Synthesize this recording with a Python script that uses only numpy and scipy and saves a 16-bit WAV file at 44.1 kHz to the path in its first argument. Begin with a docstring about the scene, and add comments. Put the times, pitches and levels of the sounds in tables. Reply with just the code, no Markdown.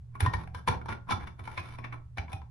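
"""Twisting a tap fitting.

Fingers twist a metal fitting on a bathroom tap, close by. The loose thread clicks and scrapes,
driving the modes of tap and basin, and the spout rings briefly. Firm pushes thump the sink top.
A small hard room reflects the metal sounds, over a low steady hum."""
import sys
import numpy as np
from scipy import signal
from scipy.fft import rfft, irfft
from scipy.io import wavfile

SR = 44100
rng = np.random.default_rng(int(sys.argv[2]) if len(sys.argv) > 2 else 0)


def to_wav(s):
    """Save 16-bit WAV."""
    ch = np.atleast_2d(s).T  # columns
    pcm = np.round(np.clip(ch, -1, 1) * 32767)  # PCM
    wavfile.write(sys.argv[1], SR, pcm.astype(np.int16))


N = 110250
SHOT = 16384  # samples per event buffer


def undb(db):
    """Decibels to gain."""
    return 10 ** (np.asarray(db) / 20)


def curve(hz, points, values):
    """Linear interpolation over log frequency."""
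    return np.interp(np.log(hz + 1e-9), np.log(points), values)


def fade(t, t60):
    """Exponential decay, 60 dB down at t60."""
    return np.exp(-np.log(1000) * t / t60)


def wander(rate_hz):
    """Random values joined by straight lines."""
    steps = np.arange(0, SHOT, SR / rate_hz)
    return np.interp(np.arange(SHOT), steps, rng.standard_normal(len(steps)))


def pan(db):
    """Stereo gains for a left-minus-right level."""
    return undb(np.array([[db], [-db]]) / 2)


def add(out, start_s, sound):
    """Mix a sound in at its start time."""
    i = max(int(start_s * SR), 0)
    n = max(min(sound.shape[-1], N - i), 0)
    out[:, i:i + n] += sound[:, :n]


# room noise spectrum (frequency [Hz], relative density [dB])
RUMBLE_SPECTRUM = [(20, 7.5), (27, -12), (40, -18), (70, 3), (160, -9), (250, -32.5), (500, -40),
                   (1000, -41.5), (3000, -53.5), (11000, -60.5), (15000, -76)]

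def rumble(level_db=-47.5, wide_hz=500):
    """Quiet room noise, nearly mono in the bass."""
    hz = np.arange(N // 2 + 1) * SR / N
    mid, side = rfft(rng.standard_normal((2, N))) * undb(curve(hz, *np.array(RUMBLE_SPECTRUM).T))
    width = np.clip(hz / wide_hz, .15, 1)
    air = irfft(mid + side * width * np.array([[1], [-1]]), N)
    return air / air.std() * undb(level_db)


def hum(hz=119.1, level_db=-50.5, waver_db=3):
    """Electrical hum, wavering in level."""
    t = np.arange(N) / SR
    waver = np.interp(t, np.linspace(0, t[-1], 30), rng.standard_normal(30))
    return np.sqrt(2) * undb(level_db + waver_db * waver) * np.sin(2 * np.pi * hz * t) * pan(-4)


# room tail (frequency [Hz], t60 [s], level re direct sound [dB])
ROOM_TAIL = [(150, 0.32, 2), (392, 0.31, 2), (1057, 0.28, -5), (2360, 0.22, -9.5), (5000, 0.22, -4),
             (10900, 0.17, -9)]

def room(dry, build_s=.0065):
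    """Dense reflections off hard walls; the treble dies first."""
    t = np.arange(2 * SHOT) / SR
    hz = np.arange(SHOT + 1) * SR / (2 * SHOT)
    noise = rfft(rng.standard_normal((2, 2 * SHOT)))
    tail = 0
    for weights, (_, t60, db) in zip(np.eye(len(ROOM_TAIL)), ROOM_TAIL):
        band = irfft(noise * curve(hz, np.array(ROOM_TAIL)[:, 0], weights))
        envelope = (1 - np.exp(-t / build_s)) * fade(t, t60)
        tail = tail + band * envelope * undb(db) / np.sqrt(np.sum(envelope ** 2))
    return signal.fftconvolve(dry, tail, axes=1)[:, :N]


# low room modes (frequency [Hz], level re thump [dB], t60 [s])
BOOM_MODES = [(75.5, -13.5, 1), (163.3, -25, 0.93), (189.9, -30.5, 0.69)]
# thud noise band (low edge [Hz], high edge [Hz])
THUD_BAND_HZ = [150, 260]
# pushes on the sink top (start [s], relative level [dB], pitch [Hz])
PUSHES = [(0.206, -16.5, 88), (.251, -22.5, 111), (.323, -25.5, 78), (.354, -29, 81), (0.533, -35, 95),
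          (.673, -25.5, 91.5), (0.741, -31.5, 76.6), (0.879, -30.5, 105.6), (1.112, -27, 94),
          (1.212, -38, 69.6), (1.388, -37, 88), (1.566, -34, 95), (2.171, -27.5, 80), (2.319, -31, 90)]

def thumps(rise_s=.0301, gain_db=1.5, thud_db=-21):
    """The pushed sink top swings a few cycles, leaving a low boom and a dull thud."""
    out, t = np.zeros((2, N)), np.arange(2 * SHOT) / SR
    age = t / rise_s
    swell = (age * np.exp(1 - age)) ** 12.6
    build = 1 - np.exp(-age ** 2)
    boom = build * sum(undb(db) * fade(t, t60) * np.sin(2 * np.pi * hz * t) for hz, db, t60 in BOOM_MODES)
    thud_filter = signal.butter(2, THUD_BAND_HZ, "band", fs=SR, output="sos")
    for start, db, hz in PUSHES:
        noise = signal.sosfilt(thud_filter, rng.standard_normal((3, len(t))))
        stereo = (noise[0] + .5 * noise[1:]) / noise.std()
        thud = stereo * undb(thud_db) * build * fade(t, t60=.34)
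        swing = -swell * np.cos(2 * np.pi * hz * (t - rise_s))
        add(out, start, undb(db + gain_db) * pan(-3) * (boom + thud + swing))
    return out


# tap and basin modes (frequency [Hz], relative peak [dB], t60 [s])
TAP_MODES = [(806, -7, 0.52), (907, 8.5, 0.09), (1030.6, 11, 0.032), (1113, 4, 0.15), (1313, 7, 0.22),
             (1415, 7, 0.21), (2269, 17, 0.029), (2336, 14.5, 0.043), (2700, 6.5, 0.11), (3050, 5, 0.07),
             (3504, 11, 0.038), (4014, 5, 0.098), (5430, 6.5, 0.064), (5786, 4.5, 0.054)]
# contact colour (frequency [Hz], relative level [dB])
CONTACT_SPECTRUM = [(90, 2), (180, 7.5), (300, 0.5), (440, -2.5), (600, -5), (780, -2.5), (1100, -2),
                    (1650, 3), (2300, -10), (2750, -11.5), (4400, -18.5), (5800, -21.5), (6800, -27.5),
                    (8400, -24.5), (9700, -10.5), (11300, -16), (12500, -39.5), (15000, -36)]

def tap_response(grip_detune=.014, grip_db=4):
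    """Tap and basin under one contact: broad colour, narrow modes shifted and weighted by the grip."""
    hz = np.arange(SHOT // 2 + 1) * SR / SHOT
    grip = rng.uniform(-1.01, 1, (len(TAP_MODES), 2))
    modes = 1 + 0j
    for (mode_hz, db, t60), (shift, weight) in zip(TAP_MODES, grip):
        offset_hz = hz - mode_hz * (1 + grip_detune * shift)
        modes = modes + undb(db + grip_db * weight) / (1 + 2j * np.pi * offset_hz * t60 / np.log(1000))
    cepstrum = irfft(np.log(undb(curve(hz, *np.array(CONTACT_SPECTRUM).T))))
    cepstrum[1:SHOT // 2] *= 2  # fold to minimum phase
    cepstrum[SHOT // 2 + 1:] = 0
    return modes * np.exp(rfft(cepstrum))


# band edges (low/mid [Hz], mid/high [Hz], high/top [Hz])
CROSSOVERS_HZ = [1600, 3000, 7000]

def drive_tap(envelope, band_db, length_s, shared_power=.27):
    """A noisy force drives the tap; each band gets the energy of its level held for length_s."""
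    hz = np.arange(SHOT // 2 + 1) * SR / SHOT
    common, *sides = rfft(rng.standard_normal((3, SHOT)) * envelope)
    force = np.sqrt(shared_power) * common + np.sqrt(1 - shared_power) * np.array(sides)
    spectrum = force * tap_response()
    lowpass = [0] + [1 / (1 + (hz / edge) ** 16) for edge in CROSSOVERS_HZ] + [1]
    out = 0
    for k, db in enumerate(band_db):
        band = irfft(spectrum * (lowpass[k + 1] - lowpass[k]))[:, :SHOT // 2]
        energy = np.sum(band ** 2, axis=1, keepdims=True)
        out = out + band * undb(db) * np.sqrt(length_s * SR / energy)
    return out


# thread scrapes, relative levels (start [s], length [s], low [dB], mid [dB], high [dB], top [dB])
THREAD_SCRAPES = [(0.209, 0.073, -39, -44, -51, -81), (0.266, 0.017, -36, -67, -60, -79),
                  (0.382, 0.064, -45, -55.5, -62.5, -69.5), (0.556, 0.046, -48.5, -60, -63.5, -67),
                  (.69, 0.064, -36.5, -45, -58, -68), (0.881, 0.0572, -35.5, -43.5, -53, -61.5),
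                  (1.068, 0.029, -44.5, -67, -72, -92), (1.095, 0.0378, -34, -39.5, -38, -57.5),
                  (1.195, 0.049, -43.5, -51, -60.5, -72), (1.433, 0.151, -51.5, -55, -61.5, -66.5),
                  (1.567, 0.045, -51.5, -43.5, -53.5, -61), (1.623, 0.14, -49, -53.5, -60.5, -67),
                  (1.926, 0.025, -42.5, -56.5, -70, -71.5), (2.286, 0.063, -47, -67, -63, -72)]

def scrapes(gain_db=-5, slips_per_s=3700, spread_db=5, grain_s=.0022, edge_s=.0075, catch_db=2.5):
    """The thread sticks and slips in dense grains, louder where it catches."""
    out, t = np.zeros((2, N)), np.arange(SHOT) / SR
    for start, length, *band_db in THREAD_SCRAPES:
        slips = (rng.random(SHOT) < slips_per_s / SR) * undb(spread_db * rng.standard_normal(SHOT))
        grains = signal.lfilter([1], [1, -np.exp(-1 / (grain_s * SR))], slips) + 1e-6
        gate = np.clip(np.minimum(t, length - t) / edge_s, 0, 1)
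        catches = undb(catch_db * wander(rate_hz=420))
        add(out, start, drive_tap(grains * gate * catches, band_db, length) * undb(gain_db))
    return out


def ring(hz, t60, rise_s=.001, right_lag_rad=1.32):
    """One decaying mode, out of step between left and right."""
    t = np.arange(SHOT) / SR
    phase = 2 * np.pi * hz * t - np.array([[0], [right_lag_rad]])
    return np.sin(phase) * (1 - np.exp(-t / rise_s)) * fade(t, t60)


# spout chimes (start [s], pitch [Hz], level [dB])
SPOUT_CHIMES = [(.263, 1848, -32), (.338, 1840, -32.5), (.552, 1600, -44), (0.681, 1376, -32.5),
                (.68, 750, -34), (.686, 867, -30), (.686, 1766, -40.5), (0.681, 472, -36),
                (1.125, 1322, -30), (1.122, 813, -36), (1.12, 3526, -41.5), (1.577, 2500, -40),
                (2.183, 850, -42), (2.332, 790, -42)]

def chimes(t60=.14, beat_hz=21, partner_db=-13, waver_db=3):
    """The spout rings on after firmer clicks; close mode pairs beat and the level flickers."""
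    out = np.zeros((2, N))
    for start, hz, db in SPOUT_CHIMES:
        pair = ring(hz, t60) + undb(partner_db) * ring(hz + beat_hz, t60)
        add(out, start, undb(db + waver_db * wander(rate_hz=110)) * pair)
    return out


# fitting clicks, relative levels (time [s], swell [s], low [dB], mid [dB], high [dB], top [dB],
# ring pitch [Hz], ring level [dB], left minus right [dB])
FITTING_CLICKS = [(0.154, 0.009, -44.5, -51, -67, -67.5, 1092, -29.5, -0.5),
                  (0.2058, 0.0029, -31, -31.5, -37.5, -37.5, 790, -28, 2),
                  (.251, .003, -35.5, -43.5, -55, -63, 1000, -28, 9.5),
                  (.262, 0.0026, -32, -41.5, -42, -53, 1029, -12.5, 1.5),
                  (0.337, 0.0049, -30, -36.5, -42, -51.5, 936, -20.5, 4.5),
                  (.475, 0.0011, -55, -52, -67, -71, 760, -37.5, 1.5),
                  (0.548, 0.0045, -38.5, -47.5, -49.5, -59, 1464, -35, 4),
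                  (.676, 0.0033, -29, -33.5, -40.5, -46, 1021, -11, 1),
                  (.682, 0.0036, -28.5, -32, -35.5, -44.5, 922, -20, 1.5),
                  (.686, 0.0013, -29, -37, -37.5, -44, 824, -27, 3),
                  (0.815, 0.0053, -40.5, -61, -65, -78, 2230, -40.5, -1),
                  (.859, 0.0036, -40, -55, -59, -66, 936, -30, 0.5),
                  (0.888, 0.0074, -36, -48, -50.5, -67, 907, -23.5, 1.5),
                  (1.092, 0.0081, -38.5, -45, -57, -61, 1056, -19.5, 2),
                  (1.109, 0.0098, -30, -34.5, -40.5, -50, 845, -17, 3),
                  (1.122, 0.004, -33.5, -35, -39.5, -48, 1028, -17.5, -0.5),
                  (1.24, 0.005, -46.5, -54, -61, -73, 2260, -48, 3),
                  (1.275, 0.011, -41, -45, -53, -62, 1304, -40, 1.5),
                  (1.395, 0.0085, -42, -50, -58.5, -63.5, 1100, -46, 2),
                  (1.476, 0.0045, -38.5, -43, -55.5, -63, 893, -26.5, 4),
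                  (1.578, 0.0067, -33.5, -33, -43, -61.5, 1057, -22, 0.5),
                  (1.787, 0.005, -39.5, -46.5, -58, -66, 1090, -32.5, 1),
                  (1.845, 0.0083, -39, -37, -52.5, -67, 1120, -31, 2.5),
                  (.924, 0.005, -38.5, -41.5, -55, -67, 1420, -27, 3.5),
                  (1.927, 0.0076, -43, -41, -58.5, -69.5, 1122, -31, 1.5),
                  (2.174, 0.0031, -41, -48, -51.5, -62, 741, -32.5, 0),
                  (2.183, 0.0042, -37.5, -32.5, -45.5, -59.5, 790, -25.5, 2.5),
                  (2.281, 0.0024, -66, -50.5, -73, -92, 980, -39, 2),
                  (2.32, 0.0045, -58, -54, -59.5, -62, 760, -41, 10),
                  (2.331, 0.0024, -46.5, -45.5, -47, -51, 2454, -30.5, 1),
                  (2.417, 0.0022, -51.5, -59.5, -70.5, -93, 882, -42.5, 4.5)]

def clicks(chatter_gain_db=-2.5, ring_gain_db=-3, lead_in_db=-12.5, lead_s=.03, chatter_s=.0082):
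    """Each click swells in faintly, catches and chatters a few ms, then rings, pitched by the grip."""
    out, t = np.zeros((2, N)), np.arange(SHOT) / SR - lead_s
    for time, swell_s, *band_db, hz, ring_db, pan_db in FITTING_CLICKS:
        approach = np.minimum(t, 0) / swell_s
        lead_in = undb(lead_in_db) * np.exp(approach / 1.16)
        catch = np.clip(1 + approach, 0, 1) ** 2
        decay_s = min(chatter_s, .0012 + swell_s)  # a sudden catch lets go quickly
        envelope = np.maximum(catch, lead_in) * np.exp(-np.maximum(t, 0) / decay_s)
        chatter = drive_tap(envelope, band_db, chatter_s)
        add(out, time - lead_s, undb(chatter_gain_db) * chatter * pan(pan_db))
        add(out, time, undb(ring_db + ring_gain_db) * ring(hz, t60=.036) * pan(pan_db))
    return out


def scene():
    """Metal sounds and their reflections over thumps, rumble and hum."""
    metal = clicks() + chimes() + scrapes()
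    return metal + room(metal) + thumps() + rumble() + hum()


def record(dry, low_cut_hz=18, high_cut_hz=15400):
    """Cut the deepest rumble and the extreme treble."""
    dry = signal.sosfilt(signal.butter(2, low_cut_hz, "high", fs=SR, output="sos"), dry)
    return signal.sosfilt(signal.ellip(8, .2, 70, high_cut_hz, fs=SR, output="sos"), dry)


dry = scene()
out = record(dry)
to_wav(out)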